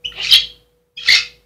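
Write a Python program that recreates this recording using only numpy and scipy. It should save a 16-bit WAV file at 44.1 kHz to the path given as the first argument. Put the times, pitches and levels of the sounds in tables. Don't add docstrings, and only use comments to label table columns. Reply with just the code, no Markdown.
import sys
import numpy as np
from scipy import signal
from scipy.fft import rfft, irfft, next_fast_len
from scipy.io import wavfile
from scipy.ndimage import uniform_filter1d, map_coordinates

SR = 44100
rng = np.random.default_rng(int(sys.argv[2]) if len(sys.argv) > 2 else 0)


def file_out(sig):
    cols = np.atleast_2d(sig).T
    lim = np.clip(cols, -1, 1)
    pcm = np.round(lim * 32767).astype(np.int16)
    wavfile.write(sys.argv[1], SR, pcm)


def ratio_of_db(decibels):
    return 10 ** (np.asarray(decibels, float) / 20)


N = 63945


def unit(x):
    return x / np.sqrt(np.mean(x ** 2) + 1e-20)


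def along(points, hz):
    point_hz, values = np.transpose(points)
    return np.interp(np.log(hz + 1), np.log(point_hz + 1), values)


def curves(rows):
    start_s, *columns = np.transpose(rows)
    t = np.arange(N) / SR
    sounding = (t >= start_s[0]) & (t <= start_s[-1])
    return [np.interp(t, start_s, column) for column in columns] + [sounding]


def wobble(rate):
    knots = rng.standard_normal(int(N * rate / SR) + 4)
    return map_coordinates(knots, [np.arange(N) * rate / SR])


def filtered(x, response):
    m = next_fast_len(N + SR // 2)
    spectrum = rfft(x, m) * response(np.fft.rfftfreq(m, 1 / SR))
    return irfft(spectrum, m)[..., :N]


def resonances(peaks):
    def response(f):
        total = 0
        for k, (centre, width, db) in enumerate(peaks):
            band = 1j * f * width / (centre * centre - f * f + 1j * f * width)
            total = total + (-1) ** k * ratio_of_db(db) * band
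        return total
    return response


# pitch_hz, width_hz, level_db
MOTOR_LINES = [(55.3, 9.3, -1), (117.3, 6.6, -11.5), (165.6, 11, -8.5), (343, 4.1, -21.5), (487, 11, -1.5)]


def motor_hum(swing_db):
    t = np.arange(N) / SR
    lines = []
    for hz, width_hz, db in MOTOR_LINES:
        level = ratio_of_db(db + 1.8 * wobble(width_hz))
        lines.append(level * np.sin(2 * np.pi * hz * t + 0.6 * wobble(width_hz)))
    return ratio_of_db(swing_db) * sum(lines[:-1]) + ratio_of_db(0.55 * swing_db) * lines[-1]


# frequency_hz, level_db (per Hz)
AIR_COLOUR = [(15, -50.5), (40, -29.5), (60, -10), (169, -5.5), (193, -15.5), (482, -15), (600, -19.5),
              (7000, -34.5), (12500, -32.5), (15500, -33)]


def air_hiss(swing_db):
    hiss = unit(filtered(rng.standard_normal(N), lambda f: ratio_of_db(along(AIR_COLOUR, f))))
    return ratio_of_db(-4 + 0.61 * swing_db) * hiss


# start_s, level_db (hum let through)
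GATE_OPENING = [(0, -62.5), (.04, -57.5), (.06, -42.5), (.18, -47.5), (.36, -38.5), (.56, -52.5),
                (.66, -61.5), (.95, -76.5), (.98, -53), (1.055, -56), (1.1, -40), (1.28, -50.5),
                (1.45, -60)]


def background():
    gate_db, _ = curves(GATE_OPENING)
    mean_db = gate_db.mean()
    swing_db = gate_db - mean_db
    return ratio_of_db(mean_db) * (motor_hum(swing_db) + air_hiss(swing_db))


# frequency_hz, t60_s
ROOM_DECAY = [(300, 0.26), (1500, 0.24), (3200, 0.26), (6000, 0.25), (9000, 0.22), (15000, 0.14)]


def room(x):
    first_wall_s, late_db, late_longer = 0.004, -32, 2.2
    hz, t, z = signal.stft(rng.standard_normal(SR), SR, nperseg=256)
    fall_db = -60 * t / along(ROOM_DECAY, hz)[:, None]
    decay = ratio_of_db(fall_db) + ratio_of_db(late_db + fall_db / late_longer)
    tail = signal.istft(z * decay, SR, nperseg=256)[1]
    tail = np.pad(tail, (round(first_wall_s * SR), 0))
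    return signal.fftconvolve(x, tail / np.linalg.norm(tail))[:N]


# start_s (centre), pitch_hz, level_db, length_s
WARBLE_TONES = [(.123, 1900, -38, 0.0053), (.124, 1400, -42, 0.0053), (.203, 2800, -22, 0.0069),
                (.218, 3064, -24, 0.012), (.227, 2950, -25, 0.0046), (.232, 3193, -27.5, .006),
                (.24, 2497, -23, .008), (.238, 4678, -34.5, .008), (.248, 4350, -23, 0.0073),
                (.248, 2300, -24.5, .004), (.257, 2039, -26.5, .01), (.271, 2602, -23.5, 0.0058),
                (.272, 5590, -30, 0.009), (.277, 2940, -22, 0.0083), (.292, 2560, -22, .007),
                (.295, 3800, -21.5, 0.011), (.3, 3203, -17, .006), (.304, 2109, -25, .007),
                (.342, 4290, -13.5, .006), (.347, 5325, -21.5, .007), (.349, 2075, -17, 0.0066),
                (0.98, 2506, -37.5, 0.0091), (.996, 4000, -43, .006), (.997, 1900, -46, 0.007),
                (1.015, 5250, -43, .006), (1.018, 1393, -50, 0.0054), (1.027, 3800, -40, 0.0062),
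                (1.03, 1780, -48.5, 0.011), (1.045, 5350, -38, .008), (1.048, 1660, -46.5, 0.0043),
                (1.063, 2614, -28.5, .009), (1.063, 5210, -31.5, 0.0056), (1.066, 1402, -39.5, .008),
                (1.079, 3485, -19.5, .006), (1.079, 4200, -17.5, 0.0074), (1.087, 3530, -19, 0.0078),
                (1.087, 4395, -18.5, .006), (1.091, 2017, -11, 0.0053), (1.092, 3824, -14.5, 0.00505),
                (1.1, 4034, -14, 0.0099), (1.125, 3997, -13, 0.0078), (1.133, 726, -33, 0.017),
                (1.143, 3625, -20.5, 0.012), (1.153, 5454, -18.5, 0.0067), (1.161, 3740, -17, .006),
                (1.163, 1425, -28.5, 0.014), (1.162, 2570, -15.5, 0.0055), (1.178, 4150, -30, 0.0089),
                (1.185, 4770, -28.5, 0.02), (1.188, 2605, -25.5, .012)]


def warbles():
    t, out = np.arange(N) / SR, np.zeros(N)
    for s, hz, db, length in WARBLE_TONES:
        drift, turn = rng.standard_normal(2)
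        u = (t - s) / length
        cycles = hz * length * (u + 0.025 * drift * u * u) + turn
        out += np.sqrt(2) * ratio_of_db(db) * np.exp(-4 * u * u) * np.sin(2 * np.pi * cycles)
    return out * ratio_of_db(5 * wobble(350))


# frequency_hz, width_hz, level_db
THROAT_BACK = [(920, 630, -18), (1900, 230.5, 3), (2800, 500, 10), (4200, 730, -19)]
# frequency_hz, width_hz, level_db
THROAT_FRONT = [(1194, 240, -8.5), (2300, 150, -1), (3500, 780, -11.5), (4280, 1200, 8.5), (7100, 500, -14)]


def rasp(rows):
    slips_per_s, scatter, breath = 520, 0.35, 0.7
    db, forward, on = curves(rows)
    forward = np.clip(forward, 0, 1)
    count = np.floor(np.cumsum(slips_per_s * np.exp(scatter * wobble(200))) / SR)
    slips = np.diff(count, prepend=0) * ratio_of_db(3 * wobble(300))
    air = breath * rng.standard_normal(N) * ratio_of_db(0.37 * wobble(120))
    drive = unit(slips) + air
    back = unit(filtered(drive, resonances(THROAT_BACK)))
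    front = unit(filtered(drive, resonances(THROAT_FRONT)))
    return ratio_of_db(db) * on * (np.sqrt(1 - forward) * back + np.sqrt(forward) * front)


def note(rows, partials):
    jitter, flutter_db = 0.2, 14.5
    hz, db, rough, on = curves(rows)
    phase = 2 * np.pi * np.cumsum(hz * (1 + jitter * rough * wobble(400))) / SR
    tone = 0
    for k, level_db in partials:
        level = ratio_of_db(level_db + flutter_db * rough * wobble(250))
        tone = tone + level * np.sin(round(k) * phase + rng.uniform(0, 2 * np.pi))
    return np.sqrt(2) * ratio_of_db(db) * on * tone


def beat(rate_hz, peak_s, depth):
    t = np.arange(N) / SR
    return 1 - depth / 2 + depth / 2 * np.cos(2 * np.pi * rate_hz * (t - peak_s))


# multiple (of the pitch), level_db
PURE_TONE = [(1, 0.5), (2, -22)]
# multiple (of the pitch), level_db
CHESTY_TONE = [(1, -3), (2, -3), (3, -7)]
# start_s, pitch_hz, level_db, roughness (0-1)
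RISING_CHIRP = [
    (.041, 2350, -48.5, 0.03),
    (.045, 2480, -34, 0),
    (.05, 2723, -25, 0.2),
    (.055, 2917, -21.5, 0),
    (.0585, 3053, -16, 0.14),
    (.061, 3130, -21, 0.2),
    (.067, 3500, -43.5, 0.2),
]
LOW_GROWL = [
    (.14, 338.5, -59, 0.38),
    (.17, 357, -46, 0.38),
    (.21, 452, -44, .5),
    (.235, 392, -60, 0.92),
]
FALLING_WHISTLE = [
    (.304, 4300, -45, .15),
    (.309, 4619, -21, 0.17),
    (.314, 4987, -8.5, .15),
    (.318, 4400, -13, 0.088),
    (.321, 4022, -34, 0.092),
    (.3235, 3970, -4, 0.068),
    (.327, 3837, -4, 0.051),
    (.33, 3320, -11.5, .15),
    (.334, 3150, -45.5, .2),
]
LOWER_WHISTLE = [
    (.304, 3183, -34.5, .15),
    (.31, 3227, -14, .12),
    (.32, 3210, -14.5, 0.11),
    (.327, 3320, -14.5, .1),
    (.332, 3147, -3, .08),
    (.34, 3197, -3.5, 0.077),
    (.347, 3325, -16, .2),
    (.354, 3290, -4.5, 0.047),
    (.364, 3203, -5.5, 0.075),
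    (.376, 3110, -25, .1),
]
LAST_TURN = [
    (.338, 2890, -40, .25),
    (.345, 2656, -11.5, 0.32),
    (.351, 2682, -14.5, 0.35),
    (.354, 3070, -29.5, .2),
    (.359, 3838, -20, .2),
    (.366, 3918, -10, .12),
    (.373, 3950, -41.5, .25),
]
# start_s, level_db, tongue_forward (0-1)
FIRST_RASP = [
    (.116, -74.5, .1),
    (.123, -38.5, 0.03),
    (.135, -46.5, 0.02),
    (.17, -32, 0.1),
    (.203, -27, 0),
    (.235, -26, 0.72),
    (.27, -27, 0.92),
    (.297, -27.5, 0.99),
    (.35, -12, 0.38),
    (.38, -43.5, 0.3),
]


def first_call():
    lower = note(LOWER_WHISTLE, PURE_TONE) * beat(141, 0.36, 0.64)
    whistle = note(FALLING_WHISTLE, PURE_TONE) + lower + note(LAST_TURN, PURE_TONE)
    growling = rasp(FIRST_RASP) + note(LOW_GROWL, CHESTY_TONE)
    return note(RISING_CHIRP, PURE_TONE) + growling + whistle


# multiple (of the pitch), level_db
HARSH_TONE = [(1, 0), (2, -8), (3, -21)]
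# start_s, pitch_hz, level_db, roughness (0-1)
HIGH_PEEP = [
    (.963, 4895, -64, .05),
    (.968, 4940, -45.5, .08),
    (.974, 5105, -40, .12),
    (.984, 5110, -49.5, 0.18),
    (1.02, 5224, -56, .25),
]
# start_s, pitch_hz, level_db, roughness (0-1)
REEDY_CHIRP = [
    (.969, 3150, -59.5, .15),
    (.972, 3337, -34, 0.22),
    (.984, 3340, -29, .15),
    (.99, 3324, -37.5, .2),
    (1.008, 3340, -35, .15),
    (1.013, 3092, -37, .2),
    (1.032, 3127, -34.5, .23),
    (1.045, 3050, -61.5, .3),
]
# start_s, level_db, tongue_forward (0-1)
SECOND_RASP = [
    (.968, -75, .5),
    (.975, -49.5, 0.71),
    (1.045, -34.5, 0.47),
    (1.068, -25.5, 0.7),
    (1.078, -22, 0.75),
    (1.13, -13.5, 0.74),
    (1.165, -15, 0.85),
    (1.2, -32.5, 0.65),
]
# start_s, pitch_hz, level_db, roughness (0-1)
LOW_SQUAWK = [
    (1.072, 2344, -41, .3),
    (1.078, 2250, -21, 0.3024),
    (1.091, 1983, -7.5, 0.13),
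    (1.098, 2085, -15, .3),
    (1.105, 2398, -3, 0.22),
    (1.118, 2039, -21, 0.34),
    (1.138, 2160, -13, 0.17),
    (1.152, 2203, -18, 0.29),
    (1.178, 2087, -35, 0.3),
]
# start_s, pitch_hz, level_db, roughness (0-1)
HIGH_SCREECH = [
    (1.096, 4750, -40, .2),
    (1.102, 4863, -21.5, .2),
    (1.111, 4610, -14.5, 0.12),
    (1.12, 4559, -9.5, .12),
    (1.127, 4446, -10.5, .15),
    (1.133, 4134, -11, 0.13),
    (1.142, 4806, -21, 0.18),
    (1.151, 5006, -17.5, .2),
    (1.165, 5155, -41, .3),
]


def second_call():
    chirp = note(HIGH_PEEP, PURE_TONE) + note(REEDY_CHIRP, PURE_TONE)
    squawk = note(LOW_SQUAWK, HARSH_TONE) + note(HIGH_SCREECH, PURE_TONE)
    return chirp + rasp(SECOND_RASP) + squawk * beat(67, 0.9, 0.58)


# frequency_hz, level_db
HEAD_COLOUR = [(200, -6.5), (1500, 1), (5300, -0.5), (7000, -2.5), (7800, -8.5), (16000, -30)]


def parrot():
    locked, early = warbles(), np.arange(N) < N // 2
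    calls = np.array([first_call() + locked * early, second_call() + locked * ~early])
    return filtered(calls, lambda f: ratio_of_db(along(HEAD_COLOUR, f) - 0.5))


def scene():
    bird = sum(call + ratio_of_db(-4) * room(call) for call in parrot())
    return (bird + background())[None]


# frequency_hz, level_db
FIZZ_COLOUR = [(6500, -60.5), (8500, -5), (11500, 1), (15500, -15)]


def treble_fizz(dry):
    loudness = uniform_filter1d(np.abs(dry), max(1, round(0.002 * SR)))
    fizz = unit(filtered(rng.standard_normal(N), lambda f: ratio_of_db(along(FIZZ_COLOUR, f))))
    return ratio_of_db(-33) * np.abs(2 * loudness) ** 3.5 * fizz


def roll_off(x):
    return signal.sosfilt(signal.butter(12, 15630, fs=SR, output="sos"), x)


def record(dry):
    clip, hardness, top_hz = 0.93, 11, 15640
    x = dry + treble_fizz(dry)
    x = x / (1 + np.abs(x / clip) ** hardness) ** (1 / hardness)
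    mix = filtered(x, lambda hz: np.where(hz < top_hz, 1, 0.03))
    return roll_off(mix)


dry = scene()
out = record(dry)
file_out(out)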